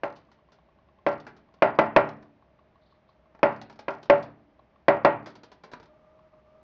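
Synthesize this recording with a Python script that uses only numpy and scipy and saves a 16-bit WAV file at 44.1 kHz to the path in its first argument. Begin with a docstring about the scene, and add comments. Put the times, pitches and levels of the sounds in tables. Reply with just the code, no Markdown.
"""In a room, beside a window: a small bird flies at the pane again and again, heard from the inside.
Its beak knocks ring the glass modes and the room; claws and wing tips tick and brush as grainy clicks.
A far bird chirps in faint rising glides, over still air with a low rumble.
At the microphone a small motor, likely the camera's focus, rattles and plinks in even trains of steps,
then runs on with a wavering whine and a soft rush."""
import sys
import numpy as np
from scipy import signal
from scipy.fft import rfft, irfft
from scipy.io import wavfile
from scipy.ndimage import uniform_filter1d

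SR = 44100
rng = np.random.default_rng(int(sys.argv[2]) if len(sys.argv) > 2 else 0)


def master(y):
    """Save y as 16-bit WAV."""
    cut = np.clip(np.atleast_2d(y).T, -1, 1)
    pcm = np.round(cut * 32767)  # scale
    wavfile.write(sys.argv[1], SR, pcm.astype(np.int16))


N = 292367


def amp(db):
    """Decibels to gain."""
    return 10 ** (np.asarray(db) / 20)


def evened(x):
    """Scales to rms 1."""
    return x / np.sqrt(np.mean(x ** 2) + 1e-20)


def read(points, hz):
    """Reads a table on a log-frequency axis."""
    f, value = np.transpose(points)
    return np.interp(np.log(hz + 1), np.log(f + 1), value)


def add(mix, s, sound):
    """Adds a sound to the mix at time s, in place."""
    part = mix[max(round(s * SR), 0):][:len(sound)]
    part += sound[:len(part)]


def through(x, response):
    """Convolves, keeping the length."""
    return signal.fftconvolve(x, response)[:len(x)]


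def random_signs():
    """One second of dense clicks of either sign."""
    return rng.choice([-1., 1.], SR)


def tinted(x, colour):
    """Gives a long sound a spectrum, at rms 1."""
    hz = np.fft.rfftfreq(len(x), 1 / SR)
    return evened(irfft(rfft(x) * amp(read(colour, hz)), len(x)))


def click(colour, size=4096):
    """A causal, minimum-phase click of energy 1 with the given spectrum."""
    hz = abs(np.fft.fftfreq(size, 1 / SR))
    log_gain = np.log(amp(read(colour, hz)))
    spectrum = np.exp(np.conj(signal.hilbert(log_gain)))  # the phase follows from the log gain
    wave = irfft(spectrum[:size // 2 + 1])
    return wave / np.linalg.norm(wave)


def narrow_noise(hz, width):
    """Noise in one narrow resonance, rms 1."""
    f = np.fft.rfftfreq(N, 1 / SR)
    return evened(irfft(rfft(rng.standard_normal(N)) / (1 + ((f - hz) / width) ** 2), N))


def blip(hz, peak_s):
    """A short hollow ring whose envelope swells to 1 at peak_s and dies."""
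    t = np.arange(SR) / SR
    return np.sin(2 * np.pi * hz * t) * t / peak_s * np.exp(1 - t / peak_s)


# how long the room holds each band: pitch_hz, t60_s
ROOM_DECAY = [(100, 0.49), (250, 0.86), (600, 0.29), (1200, .37), (2500, 0.37), (4500, 0.2), (7000, 0.058)]


def reflections(rise_s):
    """One second of dense room reflections that build up over rise_s, each band dying at its own speed."""
    hz, t, z = signal.stft(random_signs(), SR, nperseg=256)
    decay = amp(-60 * t / read(ROOM_DECAY, hz)[:, None])
    tail = signal.istft(z * decay, SR, nperseg=256)[1][:SR]
    return tail * (1 - np.exp(-(np.arange(SR) / SR / rise_s) ** 2))


# colour of the still air at the microphone: pitch_hz, relative_density_db
AIR_COLOUR = [(15, -31), (25, -15), (146, -3), (177, -4), (209, -3.5), (266, -10), (339, -6.5),
              (475, -13.5), (635, -2.5), (716, -13), (828, -9.5), (1250, -19), (2020, -20.5), (8000, -46),
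              (10400, -80), (17600, -120)]
AIR_DB = -64.5


def background(rumble_db=-73):
    """Still air as coloured noise, with a low rumble in one narrow resonance."""
    air = amp(AIR_DB) * tinted(rng.standard_normal(N), AIR_COLOUR)
    return air + amp(rumble_db) * narrow_noise(64, 7)


# ringing modes of the window pane: pitch_hz, relative_level_db, t60_s
PANE_MODES = [(114.5, -32.5, .7), (150.6, -27.5, 0.57), (218.4, -29.5, .8), (235.4, -27, .4),
              (290, -30, 0.88), (324.8, -17, 0.27), (394, -10.5, 0.23), (489, -19, .25),
              (573.6, -0.5, 0.21), (619.3, -1, 0.12), (674, -22, 0.2), (693, -16.5, 0.3),
              (808, -12.5, 0.14), (870, -10.5, 0.27), (955, -14, 0.24), (1060, -23, 0.23),
              (1080, -19, 0.15), (1199, -20, 0.11), (1370, -16, 0.24), (1415, -20.5, 0.27),
              (1554, -21, 0.18), (1670, -23, 0.12), (1889, -25, 0.31), (1998, -20, .16), (2175, -20, 0.11),
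              (2692, -29, .15)]


def pane_ring(spot_db=2.25, build_s=.011):
    """The pane's modes build up as waves cross it; each spot on the glass weights them differently."""
    t = np.arange(SR) / SR
    hz, db, t60 = np.transpose(PANE_MODES)[:, :, None]
    weight = rng.standard_normal(hz.shape)
    side = (-1) ** np.arange(len(hz))[:, None]  # neighbouring modes start in opposite directions
    modes = side * amp(db + spot_db * weight - 60 * t / t60) * np.sin(2 * np.pi * hz * t)
    return modes.sum(0) * (1 - np.exp(-t / build_s))


# beak blows on the pane: start_s, relative_level_db, relative_body_shove_db
BEAK_BLOWS = [(0.034, -22, -16), (1.065, -14.5, -14), (1.622, -8.5, -13), (1.788, -8.5, -14),
              (1.9627, -6, 5.5), (3.43, -9.5, -24), (3.8819, -21.5, -9), (4.0982, -8.5, 3),
              (4.8824, -8.5, -23.5), (5.0483, -7.5, -7)]
# colour of a blow's first crack: pitch_hz, relative_level_db
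CRACK_COLOUR = [(40, -37.5), (100, -26.5), (190, -6.5), (310, 4), (440, -6), (590, -1.5), (760, -3.5),
                (960, -3.5), (1400, -15.5), (2350, -24), (3000, -31.5), (5000, -44.5), (7000, -51.5)]
# colour of the short waves that rattle in the frame: pitch_hz, relative_level_db
RATTLE_COLOUR = [(300, -26.5), (700, -11.5), (1000, -5.5), (1400, 0), (2100, -0.5), (2500, -2),
                 (2900, -11.5), (3700, -23.5), (5000, -26), (7000, -44)]
# colour of the room's answer to a blow: pitch_hz, relative_level_db
WASH_COLOUR = [(50, -23.5), (115, -9), (260, -10), (450, -5.5), (650, 8.5), (1000, 2.5), (1400, -4),
               (2100, -9.5), (2700, -16), (3400, -26), (5000, -31.5), (7000, -43.5)]
# colour of a claw tick, here and in touches(): pitch_hz, relative_level_db
TICK_COLOUR = [(300, -25), (1500, -4), (3000, 4), (4800, 3), (6200, -4.5), (7500, -10.5)]


def knocks(crack_db=17, echo_db=4, rattle_db=-5, ring_db=-1.38, wash_db=-11.5, shove_db=-21,
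           shove_s=0.0035, skitter_db=-54, skitter_s=0.082, skips_per_s=90):
    """A beak blow: a crack, waves thrown back by the frame, ringing modes, the room, and the body's shove."""
    out, t = np.zeros(N), np.arange(SR) / SR
    echo_s, rattle_s, rise_s, scrape_s = .0018, .006, .0012, .003
    direct = np.zeros(SR)
    add(direct, 0, click(CRACK_COLOUR))
    add(direct, echo_s, amp(echo_db) * click(CRACK_COLOUR))  # the first waves back from the frame
    # short waves crowd in behind them
    crowding = np.exp(-t / rattle_s) * (1 - np.exp(-t / rise_s))
    # the body's push swings out and back
    shove = t / shove_s * (2 - t / shove_s) * np.exp(-t / shove_s)
    for s, db, body_db in BEAK_BLOWS:
        rattle = through(random_signs() * crowding, click(RATTLE_COLOUR))
        wash = through(reflections(0.00067), click(WASH_COLOUR))
        blow = amp(crack_db) * direct + amp(rattle_db) * rattle
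        blow += amp(wash_db) * wash + amp(ring_db) * pane_ring()
        blow += amp(shove_db + body_db) * shove
        add(out, s, amp(db) * blow)
        # the claws skitter down the glass as sparse scrapes, at a level apart from the blow's
        sparse = rng.random(SR) < skips_per_s / SR
        skips = rng.standard_normal(SR) * sparse * np.exp(-t / skitter_s)
        scrape = through(rng.standard_normal(SR) * np.exp(-t / scrape_s), click(TICK_COLOUR))
        add(out, s, amp(skitter_db) * through(skips, scrape))
    return out


# spells of fluttering at the glass: start_s, end_s
FLUTTERS = [(1.5, 1.8), (3.45, 4.25), (5.2, 5.87)]
BRUSHES_PER_S, BRUSH_DB, BRUSH_SPREAD_DB, BRUSH_PUSH_DB = 13, -65, 3.5, -55


def brushes(decay_s=.009):
    """Light touches, one at random in each even slot of a flutter, as rows like those of CLEAR_TOUCHES."""
    rows = []
    for start, end in FLUTTERS:
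        count = round((end - start) * BRUSHES_PER_S)
        for k, (late, strength) in enumerate(rng.random((count, 2))):
            s = start + (k + late) / BRUSHES_PER_S
            db = BRUSH_SPREAD_DB * (2 * strength - 1)
            rows.append((s, BRUSH_DB + db, BRUSH_PUSH_DB + db, decay_s))
    return rows


# the clearest claw and feather touches: start_s, relative_tick_db, relative_push_on_pane_db, decay_s
CLEAR_TOUCHES = [(0.162, -62, -77, 0.018), (0.316, -67, -55.5, 0.018), (0.52, -64.5, -56, 0.02),
                 (1.085, -49.5, -55, 0.0064), (1.201, -55.5, -68.5, 0.0077), (1.267, -56, -38.5, 0.016),
                 (1.366, -65, -54, 0.015), (2.09, -52, -44, 0.0068), (2.226, -66.5, -52, .01),
                 (3.349, -70.5, -50.5, 0.0083), (3.392, -68, -49, 0.0043), (3.615, -49, -40, 0.0095),
                 (3.698, -57, -43.5, 0.011), (3.791, -51.5, -40.5, .012), (4.03, -54, -47, 0.01),
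                 (4.227, -54, -57.5, .012), (5.26, -51.5, -38.5, 0.023), (5.354, -57, -51, 0.011),
                 (5.434, -55, -47, 0.013), (5.517, -58.5, -49.5, 0.016), (5.638, -57.5, -44.5, 0.017),
                 (5.716, -59, -48, 0.022), (5.735, -50, -35, 0.0073), (5.829, -62.5, -53, 0.012)]
# colour of a soft push on the glass: pitch_hz, relative_level_db
PUSH_COLOUR = [(40, -19), (120, -4.5), (400, 3), (700, 1), (950, -3), (1400, -1.5), (2300, -7.5),
               (3500, -24), (7000, -48.5)]
# every touch sounds the struck spot near one pitch (scatter as a share of it)
SPOT_HZ, SPOT_SCATTER = 924, .16


def touches(tick_db=3, push_db=-0.5, spot_db=-4, ring_db=-15, room_db=-35, grains_per_s=1500):
    """Claws and feathers catch and slip on the glass: brief clumps of tiny clicks that also stir the pane."""
    out, t = np.zeros(N), np.arange(SR) / SR
    tick, push = click(TICK_COLOUR), click(PUSH_COLOUR)
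    spot_s = .004
    for s, db, body_db, decay_s in CLEAR_TOUCHES + brushes():
        # strain builds unevenly and slips at each whole step, the first at contact
        strain = np.cumsum(rng.exponential(1, SR) ** 2) / 2 * grains_per_s / SR
        slips = np.diff(np.floor(strain), prepend=-1) > 0
        grains = evened(random_signs() * slips) * np.exp(-t / max(decay_s, .001))
        hz = SPOT_HZ * (1 + SPOT_SCATTER * rng.uniform(-1.3, 1))
        body = amp(push_db) * through(grains, push) + amp(spot_db) * blip(hz, spot_s)
        scratch = amp(db + tick_db) * through(grains, tick) + amp(body_db) * body
        echo = amp(room_db) * through(scratch, reflections(0.0099))
        ring = amp(body_db + ring_db) * pane_ring()
        add(out, s, scratch + echo + ring)
    return out


# even trains of motor steps, close to the microphone: first_s, last_s, interval_s, relative_level_db
STEP_TRAINS = [(0.187, 1.587, .1, -63.5), (2.256, 3.256, .1668, -62), (4.592, 4.759, .1668, -59.5),
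               (6.19, 6.338, .148, -61)]
# steps differ a little in strength; each plinks near one pitch
STEP_SPREAD_DB, STEP_HZ, STEP_SCATTER_HZ = 1.5, 1105, 22


def motor_steps(plink_db=4.5, rattle_db=1.5, rattle_s=.006, room_db=-42):
    """Each step of the motor is a small rattle and a short hollow plink."""
    out, t = np.zeros(N), np.arange(SR) / SR
    plink_s = .0035
    # colour of the rattle: pitch_hz, relative_level_db
    tick = click([(200, -15.5), (500, -4.5), (750, 7.5), (1250, -3), (1700, -12), (3700, -14.0), (6000, -37)])
    for first, last, interval, db in STEP_TRAINS:
        for s in np.arange(first, last + interval / 2, interval):
            strength, pitch = rng.standard_normal(2)
            rattle = through(random_signs() * np.exp(-t / rattle_s), tick)
            plink = blip(STEP_HZ + STEP_SCATTER_HZ * pitch, plink_s)
            step = amp(plink_db) * plink + amp(rattle_db) * rattle
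            add(out, s, amp(db + STEP_SPREAD_DB * strength) * step)
    return out + amp(room_db) * through(out, reflections(0.004))


# stretches where the motor runs on: start_s, end_s
MOTOR_RUNS = [(5.87, 6.29), (6.32, 6.41), (6.45, 6.7)]
# colour of the running motor's rush: pitch_hz, relative_level_db
RUSH_COLOUR = [(100, -0.5), (400, 0.5), (900, -3.5), (1250, 1), (1600, -15.5), (2300, -18), (3500, -24.5),
               (7000, -29.5)]
# runs fade in and out alike and grow louder with time; a faint hum lies beneath from IDLE_FROM_S on
RUN_DB, RUN_SWELL_DB_PER_S, RUN_FADE_S = -64.5, 3.5, .02
IDLE_DB, IDLE_FROM_S = -73.5, 2.45


def motor_whine(whine_hz=619, waver_hz=6, rough=0.35, overtone_hz=1200, overtone_db=-12.0, rush_db=-8):
    """The running motor: a wavering whine with a blurred overtone and a soft rush."""
    t = np.arange(N) / SR
    running = sum(np.clip(np.minimum(t - start, end - t) / RUN_FADE_S + .5, 0, 1)
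                  for start, end in MOTOR_RUNS)
    swell_db = RUN_SWELL_DB_PER_S * (t - MOTOR_RUNS[0][0])
    idling = np.clip((t - IDLE_FROM_S) / RUN_FADE_S, 0, 1)
    level = amp(RUN_DB + swell_db) * running + amp(IDLE_DB) * idling
    pitch = whine_hz + waver_hz * narrow_noise(0, 5.5)
    tone = np.sin(2 * np.pi * np.cumsum(pitch) / SR)
    whine = evened(tone * (1 + rough * narrow_noise(19, 9)))
    overtone = amp(overtone_db) * narrow_noise(overtone_hz, 40)
    rush = amp(rush_db) * tinted(rng.standard_normal(N), RUSH_COLOUR)
    return level * (whine + overtone + rush)


# chirps of a far bird, all the same short rising glide: start_s, level_db
FAR_CHIRPS = [(2.803, -73), (2.842, -72), (2.886, -72), (2.93, -79), (3.07, -72.5)]
CHIRP_S, CHIRP_START_HZ, CHIRP_END_HZ = 0.053, 3750, 4330


def chirps(waver_hz=500, room_db=-32):
    """Thin glides of a far bird, husky from a fast random waver in pitch and blurred by echoes."""
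    out, n = np.zeros(N), round(CHIRP_S * SR)
    for s, db in FAR_CHIRPS:
        waver = evened(uniform_filter1d(rng.standard_normal(SR), size=30))[:n]
        hz = np.linspace(CHIRP_START_HZ, CHIRP_END_HZ, n) + waver_hz * waver
        add(out, s, amp(db) * np.hanning(n) * np.sin(2 * np.pi * np.cumsum(hz) / SR))
    return out + amp(room_db) * through(out, reflections(0.0077))


def scene():
    """Everything at the window, in one channel."""
    return (background() + knocks() + touches() + motor_steps() + motor_whine() + chirps())[None]


def record(dry, treble_hz=6300, edge_hz=8400):
    """A small camera's microphone: the hardest blows flatten, the treble rolls off, then the band limit."""
    squeezed = dry / (1 + (dry / .71) ** 12) ** (1 / 12)
    dulled = signal.sosfilt(signal.butter(7, treble_hz, fs=SR, output="sos"), squeezed)
    band_limit = signal.firwin(255, edge_hz, window=("kaiser", 9), fs=SR)[None]
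    return signal.oaconvolve(dulled, band_limit, "same")


dry = scene()
out = record(dry)
master(out)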